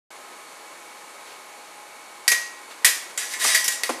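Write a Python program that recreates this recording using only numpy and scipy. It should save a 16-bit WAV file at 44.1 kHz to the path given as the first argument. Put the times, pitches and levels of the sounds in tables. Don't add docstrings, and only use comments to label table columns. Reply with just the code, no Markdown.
import sys
import numpy as np
from scipy import signal
from scipy.fft import rfft, irfft
from scipy.io import wavfile

SR = 44100
rng = np.random.default_rng(int(sys.argv[2]) if len(sys.argv) > 2 else 0)


def bounce(signal):
    frames = np.transpose(np.atleast_2d(signal))
    limited = np.clip(frames, -1, 1)
    pcm = np.round(limited * 32767).astype(np.int16)
    wavfile.write(sys.argv[1], SR, pcm)


N = 176400
TIME_S = np.arange(N) / SR


def from_db(db):
    return 10 ** (np.asarray(db) / 20)


def unit(x):
    return x / np.sqrt(np.sum(x ** 2) + 1e-20)


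def curve(points):
    return from_db(np.interp(TIME_S, *np.transpose(points)))


def drift(turns_per_s):
    return np.interp(TIME_S * turns_per_s, np.arange(4000), rng.standard_normal(4000))


def add(out, start_s, x):
    i = int(start_s * SR)
    out[i:i + len(x)] += x[:N - i]


def through(x, response):
    return signal.fftconvolve(x, response)[:N]


def butter(x, cutoff_hz, kind="low"):
    return signal.sosfilt(signal.butter(2, cutoff_hz, kind, fs=SR, output="sos"), x)


def emphasise(x, freq_hz, boost_db, q):
    return x + (from_db(boost_db) - 1) * signal.lfilter(*signal.iirpeak(freq_hz, q, fs=SR), x)


def colour(points, size=8192):
    freq_hz, level_db = np.transpose(points)
    bins_hz = np.fft.rfftfreq(size, 1 / SR)
    gain = from_db(np.interp(np.log(bins_hz + 1), np.log(freq_hz), level_db))
    cepstrum = irfft(np.log(gain))
    cepstrum[1:size // 2] *= 2
    cepstrum[size // 2 + 1:] = 0
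    return unit(irfft(np.exp(rfft(cepstrum)))[:size // 2])


def tilt(db_per_octave):
    return colour([(2000, 0), (16000, 3 * db_per_octave)], size=512)


# freq_hz, level_db
HISS_SPECTRUM = [(18, -79), (30, -49), (81, -34.5), (364, -8), (404, -9.5), (552, -6), (754, -7),
                 (815, -6.5), (1000, -5.5), (1090, -5.5), (1170, -7.5), (1300, -8), (1870, -10),
                 (2250, -10), (2630, -12.5), (3320, -16.5), (3780, -14.5), (4540, -16.5), (5030, -19),
                 (6700, -16), (10200, -18), (11900, -23), (15000, -35)]
# time_s, level_db
HISS_ENVELOPE = [(0.1, -44), (1.2, -44), (2.0, -44.5), (4.0, -42)]
# pitch_hz, level_db
HUM_TONES = [(829, -55.5), (1056, -56.5), (1265, -59), (2202, -59.5), (2261, -58), (4404, -63.5)]


def background(wander_hz=3.3, waver_db=2.0, wavers_per_s=14):
    hiss = through(rng.standard_normal(N), colour(HISS_SPECTRUM))
    hiss = np.sqrt(N) * unit(hiss) * curve(HISS_ENVELOPE)
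    hum = np.zeros(N)
    for pitch_hz, level_db in HUM_TONES:
        phase = 2 * np.pi * np.cumsum(pitch_hz + wander_hz * drift(wavers_per_s)) / SR
        hum += np.sqrt(2) * from_db(level_db + waver_db * drift(wavers_per_s)) * np.sin(phase)
    return hiss + hum


def chatter(decay_s):
    t = TIME_S[:SR // 2]
    return unit(rng.standard_normal(len(t)) * np.exp(-t / decay_s))


# start_s, level_db, decay_s, pitch_hz, boost_db
FOOTFALLS = [(0.298, -26, 0.016, 288, 6.5), (3.446, -5.5, .006, 1130, 14.5), (3.892, 4, 0.011, 445, 0)]
# freq_hz, level_db
SLAP_SPECTRUM = [(40, -59), (110, -34), (190, -16), (270, 7), (450, 3.5), (700, 1.5), (1050, -0.5),
                 (1400, -6.5), (4000, -18.5), (10000, -18), (15000, -42)]
# start_s, length_s, level_db
SOLE_DRAGS = [(1.22, 0.16, -47.5), (2.696, 0.043, -42), (3.091, 0.027, -42.5)]
# freq_hz, level_db
GRIT_SPECTRUM = [(60, -35), (200, -9), (1500, 7), (3600, 5), (7000, -2), (15000, -15)]


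def feet(slap_gain_db=4.5, attack_s=0.002):
    slaps, drags = np.zeros((2, N))
    for start_s, level_db, decay_s, pitch_hz, boost_db in FOOTFALLS:
        burst = emphasise(chatter(decay_s), pitch_hz, boost_db, q=6.3)
        attack = 1 - np.exp(-TIME_S[:len(burst)] / attack_s)
        add(slaps, start_s, from_db(slap_gain_db + level_db) * unit(burst * attack))
    for start_s, length_s, level_db in SOLE_DRAGS:
        swell = np.sqrt(np.hanning(int(length_s * SR)))
        add(drags, start_s, from_db(level_db) * swell * rng.standard_normal(SR)[:len(swell)])
    return through(slaps, colour(SLAP_SPECTRUM)) + through(drags, colour(GRIT_SPECTRUM))


# delay_s, level_db
REFLECTIONS = [(.0042, -17), (.0095, -14.5), (0.0205, -17)]


def yard(x, tail_db=-10, t60_s=0.52, build_s=0.017, split_hz=9000, treble_decay_ratio=1.62):
    t = TIME_S[:SR]
    fall_db = -60 * t / t60_s
    low = butter(rng.standard_normal(SR), split_hz) * from_db(fall_db)
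    high = butter(rng.standard_normal(SR), split_hz, "high") * from_db(fall_db * treble_decay_ratio)
    build = 1 - np.exp(-t / build_s)
    response = from_db(tail_db) * unit((low + high) * build)
    for delay_s, level_db in REFLECTIONS:
        response[int(delay_s * SR)] += from_db(level_db)
    return through(x, response)


def ring(modes, length_s=0.7):
    t = TIME_S[:int(length_s * SR)]
    response = np.zeros(len(t))
    for freq_hz, level_db, t60_s in modes:
        envelope = from_db(level_db - 60 * t / t60_s)
        response += rng.choice([-1, 1]) * envelope * np.cos(2 * np.pi * freq_hz * t)
    return unit(response)


def shimmer(t60_s=0.23, build_s=0.001):
    t = TIME_S[:SR // 2]
    envelope = from_db(-60 * t / t60_s) * (1 - np.exp(-t / build_s))
    return unit(rng.standard_normal(len(t)) * envelope)


# start_s, level_db, decay_s, tilt_db_per_octave, pitch_hz, boost_db, guard1_db, guard2_db
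BLADE_HITS = [(2.279, 0, 0.0073, 0.3, 4817, 12, 0, -10), (2.3016, -14, 0.0021, 8, 10260, 13.5, -7, -10),
              (2.3167, -4.5, 0.014, -2.5, 6430, 6, 1.5, -6), (2.8466, 5.5, 0.027, 0.2, 1854, 5, -16, -7),
              (3.176, -13, 0.011, -2, 7460, 14.5, -12, -10), (3.214, -20, 0.023, -4, 6900, 6, -16, -18),
              (3.338, -23.5, 0.0042, -3, 9000, -6, -4, 9), (3.5471, -2, 0.024, 0.5, 4650, 9, -4, 3),
              (3.643, -8, 0.025, 2, 5570, 10.5, -2.5, -10),
              (3.6797, -5.5, 0.0068, 2, 6860, 13.5, -4.5, -30),
              (3.8347, -9.5, 0.0031, -2.5, 4470, 10, -9.5, -5)]


def strikes(gain_db=15, tick=0.23, ping_db=-19, ping_t60_s=0.06, contact_db=-3, shimmer_db=-5.5):
    clashes, blade_jolts, guard1_jolts, guard2_jolts = np.zeros((4, N))
    for start_s, level_db, decay_s, slope, pitch_hz, boost_db, guard1_db, guard2_db in BLADE_HITS:
        gain = from_db(gain_db + level_db)
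        crack = chatter(decay_s)
        crack[0] += tick
        crack = emphasise(crack, pitch_hz, boost_db, q=10.3)
        ping = from_db(ping_db + boost_db) * ring([(pitch_hz, 0, ping_t60_s)])[:len(crack)]
        hit = from_db(contact_db) * (crack + ping) + from_db(shimmer_db) * shimmer()
        add(clashes, start_s, gain * through(hit, tilt(slope)))
        for jolts, share_db in ((blade_jolts, 0), (guard1_jolts, guard1_db), (guard2_jolts, guard2_db)):
            add(jolts, start_s, gain * from_db([share_db]))
    return clashes, blade_jolts, guard1_jolts, guard2_jolts


# freq_hz, level_db
STEEL_SPECTRUM = [(40, -51), (120, -16), (200, -23), (450, -6.5), (1200, -3.5), (1800, 7), (2800, 5),
                  (4000, 4), (6500, 5), (10500, 5), (12500, 1.5), (15000, -9)]
# freq_hz, level_db, t60_s
ROOF_AND_BLADE_MODES = [(647, -9, .3), (1035, -5, .4), (2839, -3, .25), (3203, -6, .3), (3431, -6, .3),
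                        (3590, -5, .3), (3836, -2, .3), (4610, -2, .3), (4824, -3, .3), (5252, 0, .3),
                        (5685, -3, .3), (5982, 0, .3), (6239, 0, .2), (6584, -2, .3), (7478, -2, .25),
                        (7740, 0, .3), (8236, -4, .3), (8540, -3, .3), (8759, -5, .2), (9171, 0, .22),
                        (9778, -4, .22), (10148, -5, .22), (10918, -4, .22)]
# freq_hz, level_db, t60_s
GUARD1_MODES = [(1557, -14, .15), (1903, 0, .45), (1969, -9, .2), (2205, -13, .2), (2340, -7, .2)]
GUARD2_MODES = [(1682, -7, .2), (1757, -4, .2), (1845, -4, .17), (1955, 0, .38), (1986, -3, .17),
                (2148, -5, .22), (2243, -9, .28), (2364, -7, .16), (2424, -9, .14)]


def sabres(roof_blade_db=-14, guard_db=-4, scrape_ring_db=11, scrape_guard_db=-2):
    clashes, blade_jolts, guard1_jolts, guard2_jolts = strikes()
    slide = scrape()
    roof_and_blades = through(blade_jolts + from_db(scrape_ring_db) * slide, ring(ROOF_AND_BLADE_MODES))
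    guard1 = through(guard1_jolts, ring(GUARD1_MODES))
    guard2 = through(guard2_jolts + from_db(scrape_guard_db) * slide, ring(GUARD2_MODES))
    contact = through(clashes + slide, colour(STEEL_SPECTRUM))
    ringing = from_db(roof_blade_db) * roof_and_blades + from_db(guard_db) * (guard1 + guard2)
    return contact, ringing


# time_s, level_db
BIND_PRESSURE = [(3.19, -30.5), (3.25, -37), (3.29, -42.5), (3.335, -32.5), (3.36, -42.5), (3.388, -44),
                 (3.397, -31), (3.412, -29), (3.42, -26.5), (3.46, -22), (3.50, -24), (3.54, -27.5),
                 (3.575, -30.5), (3.61, -34), (3.67, -45), (3.72, -32.5), (3.76, -41), (3.82, -51),
                 (3.87, -40), (3.92, -39.5), (3.99, -57)]


def scrape(slips_per_s=7000, spread_db=2.6, top_hz=12200, catches_per_s=250, catch_db=1):
    slips = (rng.random(N) < slips_per_s / SR) * rng.choice([-1, 1], N)
    strength = from_db(spread_db * np.minimum(rng.exponential(1, N), 5))
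    friction = butter(through(slips * strength, tilt(db_per_octave=0.1)), top_hz)
    pressure = curve(BIND_PRESSURE) * (TIME_S > BIND_PRESSURE[0][0])
    catching = from_db(catch_db * drift(catches_per_s))
    return np.sqrt(N) * unit(friction) * pressure * catching


def scene(ring_send_db=-11):
    contact, ringing = sabres()
    steps = feet()
    reverb = yard(contact + steps + from_db(ring_send_db) * ringing)
    return (contact + ringing + steps + reverb + background())[None]


def record(dry, start_s=0.105, ceiling=0.83, cutoff_hz=15300):
    clipped = dry / (1 + (dry / ceiling) ** 4) ** (1 / 4)
    lowpass = signal.ellip(12, 0.1, 70, cutoff_hz, fs=SR, output="sos")
    return signal.sosfilt(lowpass, clipped * (TIME_S > start_s))


dry = scene()
out = record(dry)
bounce(out)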